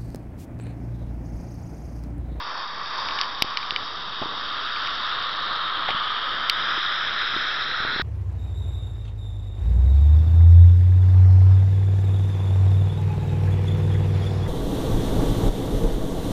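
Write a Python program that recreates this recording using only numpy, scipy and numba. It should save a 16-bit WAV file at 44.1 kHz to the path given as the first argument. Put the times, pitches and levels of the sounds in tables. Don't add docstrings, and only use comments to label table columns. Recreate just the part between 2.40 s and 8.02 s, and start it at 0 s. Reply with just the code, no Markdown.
import sys
import numpy as np
from scipy import signal
from scipy.fft import rfft, irfft
from scipy.io import wavfile
from scipy.ndimage import uniform_filter1d, map_coordinates
from numba import njit

SR = 44100
rng = np.random.default_rng(int(sys.argv[2]) if len(sys.argv) > 2 else 0)


def persist_wave(psi):
    counts = np.round(np.clip(psi, -1, 1) * 32767).astype(np.int16)
    wavfile.write(sys.argv[1], SR, np.atleast_2d(counts).T)


N = 247842
TIME = np.arange(N) / SR
HIT_MS = 1000 * TIME[:2048]

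# time in seconds, fader in dB,
# send of the upper pair in dB.
BURN_LEVELS = [(0,-32.5,-6.5),(.42,-33,-6.5),(.58,-29,-7),(.82,-29.5,-6.5),(.97,-34.3,-2.5),(1.3,-32,-5),(1.72,-34,-1),
               (2.3,-30,-4),(2.62,-28.5,-3),(3.3,-28.5,-3.5),(3.9,-29,-1.5),(4.85,-28,-2),(5.15,-28.5,-3),(5.62,-28,-2.5)]
# time in seconds, low resonance in Hz, send of its whistling core in dB.
CUP_TUNING = [(0,1132,-8.5),(.85,1150,-10),(1.3,1217,-11.5),(1.9,1197,-12.5),(2.25,1340,-15.5),(2.8,1255,-8.5),(3.75,1247,-0.5),(4.3,1354,-10),(5.62,1464,-16)]
# multiple of the low resonance, width in Hz, gain in dB.
LOW_MODES = [(.97, 460, -1), (.52, 540, -20)]
# multiple of the upper resonance, width in Hz, gain in dB.
OVERTONE = (0.48, 597, -6.5)
# time in seconds, added gain in dB.
OVERTONE_SWELL = [(0,-2),(3.3,-1.5),(4.2,4),(5.62,2.5)]
# multiple of its pitch, width in Hz, gain in dB.
UPPER_MODES = [(0.928, 549, 2), (1.049, 537.4, 3)]
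# time in seconds, pitch in Hz, lean towards the lower mode in dB.
UPPER_TUNING = [(0,3490,-3.5),(1.3,3564,-4),(2.3,3510,-1.5),(3.1,3550,-2.5),(3.65,3420,4),(4.4,3500,-1),(5.15,3560,-1),(5.62,3740,-0.5)]
# time in seconds, pitch in Hz, send in dB,
# depth of the notch below it from 0 to 1.
SIZZLE_PATH = [(0,4600,-9,.92),(1.7,4610,-10.5,0.74),(2.5,4580,-12.5,0.2),(3.3,4290,-18.5,0.1),(3.75,4480,-16,0),(4.35,5010,-13.5,0.9),(5.05,5200,-12.5,0.2),(5.62,5310,-18,0.1)]
# time in seconds,
# centre in Hz.
SCOOP_PATH = [(0,2960),(.7,2940),(1.8,2305),(4.3,2710),(5.62,2950)]
# frequency in Hz, relative spectral level in dB.
RUMBLE_SPECTRUM = [(10,-4.5),(25,1.5),(45,-6),(100,-6.5),(200,-7.5),(400,-6.5),(700,-6.5),(1200,-8),(3000,-37)]
# start in
# seconds, peak into the recorder in dB, brightest pitch in Hz, # spread in octaves, rattle in dB against the
CASE_CLICKS = [(0.687,-12,3500,.7,-15),(.7092,-16.5,3170,0.51,-6),(0.789,-12,2700,0.34,-10),(0.8134,-1.5,5800,0.55,-20),(0.834,-19,2820,0.19,-5),
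               (1.0227,3,4180,0.51,-9.5),(1.1723,-3.5,3200,1.3,-10),(1.229,-24,2310,.3,-13),(1.3078,-7,3410,0.11,-17),(1.362,-6.5,2740,0.36,-15),
               (2.361,-23.5,2300,0.27,-9),(2.4728,-14,2980,0.4,-10),(3.299,-21.5,3300,0.46,-15),(4.0977,1,4030,0.74,-7)]
# pitch in Hz, gain in dB, time to fall 60 dB in ms.
CASE_MODES = [(2350,-1.5,13),(3003,-2.5,12),(3530,-2,6),(3970,-3.5,2.7),(4530,-0.5,4),(5380,-1,4)]
# start in seconds, peak in dB, pitch in Hz, time to fall 60 dB in ms,
# knock in dB against the thud.
HAND_BUMPS = [(1.0223,-12.5,286,8,4),(1.0456,-20,417,9,-1),(1.3236,-25,450,10,4),(1.817,-22,262,14,-22),(1.8208,-21,690,34,-11),
              (1.8258,-16,606,4.6,14),(1.835,-21,554,7.5,7),(1.8575,-25.5,346,24,-7),(3.547,-28,190,20,-17),(4.377,-29.5,347,37,-17),
              (4.964,-23,352,20,-13),(5.403,-26.5,220,8.8,-9.5),(5.4506,-16,397,12,3),(5.562,-19.5,340,9,-6),(5.5976,-13.5,387,21,7)]
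# start in seconds, peak in dB, pitch in Hz,
# time for the pop to fall 60 dB in ms.
SPITS = [(3.483,-18,1950,6),(3.4882,-17,770,21),(3.49,-11,1940,5.3),(3.506,-8,2310,2.9)]


def undb(db):
    return 10 ** (np.asarray(db) / 20)


def unit(x):
    return x / np.sqrt(np.mean(x ** 2))


def peak(x, db):
    return x * undb(db) / np.abs(x).max()


def curves(table):
    times, *columns = np.transpose(table)
    return [np.interp(TIME, times, column) for column in columns]


def add(out, start_s, sound):
    i = int(start_s * SR)
    out[i:i + len(sound)] += sound[:N - i]


@njit
def bandpass(x, hz, width_hz):
    y, band_state, low_state = np.empty(len(x)), 0., 0.
    for i in range(len(x)):
        g, damping = np.tan(np.pi * hz[i] / SR), width_hz / hz[i]
        band = (band_state + g * (x[i] - low_state)) / (1 + g * (g + damping))
        band_state = 2 * band - band_state
        low_state += 2 * g * band
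        y[i] = damping * band
    return y


def resonance(x, hz, width_hz):
    centre = hz * np.ones(len(x))
    return bandpass(bandpass(x, centre, width_hz), centre, width_hz)


def ring(hz, t60_ms):
    return np.sin(2 * np.pi * hz * HIT_MS / 1000) * np.exp(-np.log(1000) * HIT_MS / t60_ms)


def wander(per_s):
    hold = int(SR / per_s)
    steps = np.repeat(rng.standard_normal(2048)[:N // hold + 1], hold)
    return 1.3 * uniform_filter1d(uniform_filter1d(steps, hold), hold)[:N]


def gas(sputter_db, pops_per_s=900, spread_db=3.5):
    rush, polarity = rng.standard_normal((2, N))
    sizes = undb(spread_db * np.minimum(rng.exponential(size=N), 5))
    pops = (rng.random(N) < pops_per_s / SR) * sizes * np.sign(polarity)
    return rush + undb(sputter_db) * unit(pops)


def cup_voice(hz, width_hz, sputter_db, flicker_db=0.68):
    return unit(resonance(gas(sputter_db), hz, width_hz)) * undb(flicker_db * wander(25))


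def burn(flutter_db=0.35, surge_db=0.38, rush_db=-14, rush_waver_db=2.5):
    level_db, upper_db = curves(BURN_LEVELS)
    low_hz, core_db = curves(CUP_TUNING)
    sizzle_hz, sizzle_db, _ = curves(SIZZLE_PATH)
    upper_hz, lean_db = curves(UPPER_TUNING)
    swell_db = curves(OVERTONE_SWELL)[0]

    low = sum(undb(db) * cup_voice(ratio * low_hz, width, sputter_db=-17)
              for ratio, width, db in LOW_MODES)
    core = undb(core_db - 2) * cup_voice(low_hz, width_hz=170, sputter_db=-7.5)
    ratio, width, db = OVERTONE
    overtone = undb(db + swell_db) * cup_voice(ratio * upper_hz, width, sputter_db=-8)
    body = unit(low + core + overtone)

    lower, higher = (undb(db) * cup_voice(ratio * upper_hz, width, sputter_db=-10)
                     for ratio, width, db in UPPER_MODES)
    lean = undb(lean_db)
    upper = unit((lean * lower + higher) / np.hypot(lean, 1))

    fizz = undb(1 + 0.21 * sizzle_db) * cup_voice(1.155 * sizzle_hz, width_hz=2200, sputter_db=6)
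    sizzle = unit(cup_voice(sizzle_hz, width_hz=810, sputter_db=-1) + fizz)

    rush = undb(rush_db + rush_waver_db * wander(5.2)) * cup_voice(2730, width_hz=1100, sputter_db=0.5)
    hiss = body + undb(upper_db + 0.18) * upper + undb(sizzle_db + 1.63) * sizzle + rush
    return hiss * undb(level_db + flutter_db * wander(30) + surge_db * wander(7.6))


def reflection_dips(x, notch_ratio=0.885, notch_width_hz=380, scoop_width_hz=350, scoop_depth=0.44):
    sizzle_hz, _, notch_depth = curves(SIZZLE_PATH)
    notched = x - notch_depth * bandpass(x, notch_ratio * sizzle_hz, notch_width_hz)
    return notched - scoop_depth * bandpass(notched, curves(SCOOP_PATH)[0], scoop_width_hz)


def outdoor_rumble(start_db=-45.5, rise_db_per_s=0.56, waver_db=1.5):
    hz, db = np.transpose(RUMBLE_SPECTRUM)
    bin_hz = np.maximum(np.arange(N // 2 + 1) * SR / N, 1)
    tone = undb(np.interp(np.log(bin_hz), np.log(hz), db))
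    rumble = irfft(rfft(rng.standard_normal(N)) * tone, N)
    return unit(rumble) * undb(start_db + rise_db_per_s * TIME + waver_db * wander(18))


def wall_echo(x, dull_hz=2400, start_lag_ms=11.8, closing_ms_per_s=0.749):
    lag_ms = start_lag_ms - closing_ms_per_s * TIME
    wet = 0.044 + 0.04 * TIME
    dull = signal.sosfiltfilt(signal.butter(2, dull_hz, fs=SR, output="sos"), x)
    echo = map_coordinates(dull, [np.arange(N) - lag_ms * SR / 1000], order=1)
    return x + wet * echo


def case_clicks(low_cut_hz=1900, rattle_attack_ms=0.36, rattle_t60_ms=11, rattle_breadth=2.86):
    out = np.zeros(N)
    hz, mode_db, t60_ms = np.transpose(CASE_MODES)[:, :, None]
    low_cut = signal.butter(3, low_cut_hz, "high", fs=SR, output="sos")
    attack = 1 - np.exp(-HIT_MS / rattle_attack_ms)
    envelope = attack * np.exp(-np.log(1000) * HIT_MS / rattle_t60_ms)
    for start, db, bright_hz, octaves, rattle_db in CASE_CLICKS:
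        weights = undb(mode_db) * np.exp(-0.5 * (np.log2(hz / bright_hz) / octaves) ** 2)
        snap = peak(np.sum(weights * ring(hz, t60_ms), axis=0), 0)
        noise = rng.standard_normal(len(HIT_MS))
        rattle = envelope * unit(resonance(noise, bright_hz, rattle_breadth * octaves * bright_hz))
        click = signal.sosfilt(low_cut, snap + undb(rattle_db) * rattle)
        add(out, start, peak(click, db))
    return out


def hand_bumps(knock_hz=850, knock_t60_ms=7):
    out = np.zeros(N)
    for start, db, hz, t60_ms, knock_db in HAND_BUMPS:
        knock = undb(knock_db) * ring(knock_hz, knock_t60_ms)
        add(out, start, peak(ring(hz, t60_ms) + knock, db))
    return out


def spits(puff_db=-13):
    out = np.zeros(N)
    for start, db, hz, t60_ms in SPITS:
        noise = rng.standard_normal(len(HIT_MS))
        puff = unit(resonance(noise, hz, width_hz=hz)) * np.exp(-HIT_MS / t60_ms)
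        add(out, start, peak(ring(hz, t60_ms) + undb(puff_db) * puff, db))
    return out


def scene():
    outdoors = reflection_dips(burn()) + spits() + outdoor_rumble()
    return (wall_echo(outdoors) + case_clicks() + hand_bumps())[None]


def record(dry, top_hz=5650, ceiling=0.68, dc_offset=0.011, output_top_hz=16200):
    high_cut = signal.firwin(131, top_hz, window=("kaiser", 7), fs=SR)
    narrow = signal.fftconvolve(dry, high_cut[None], "same")
    clipped = np.clip(narrow + dc_offset, -ceiling, ceiling)
    return signal.sosfilt(signal.ellip(8, 0.2, 70, output_top_hz, fs=SR, output="sos"), clipped)


dry = scene()
out = record(dry)
persist_wave(out)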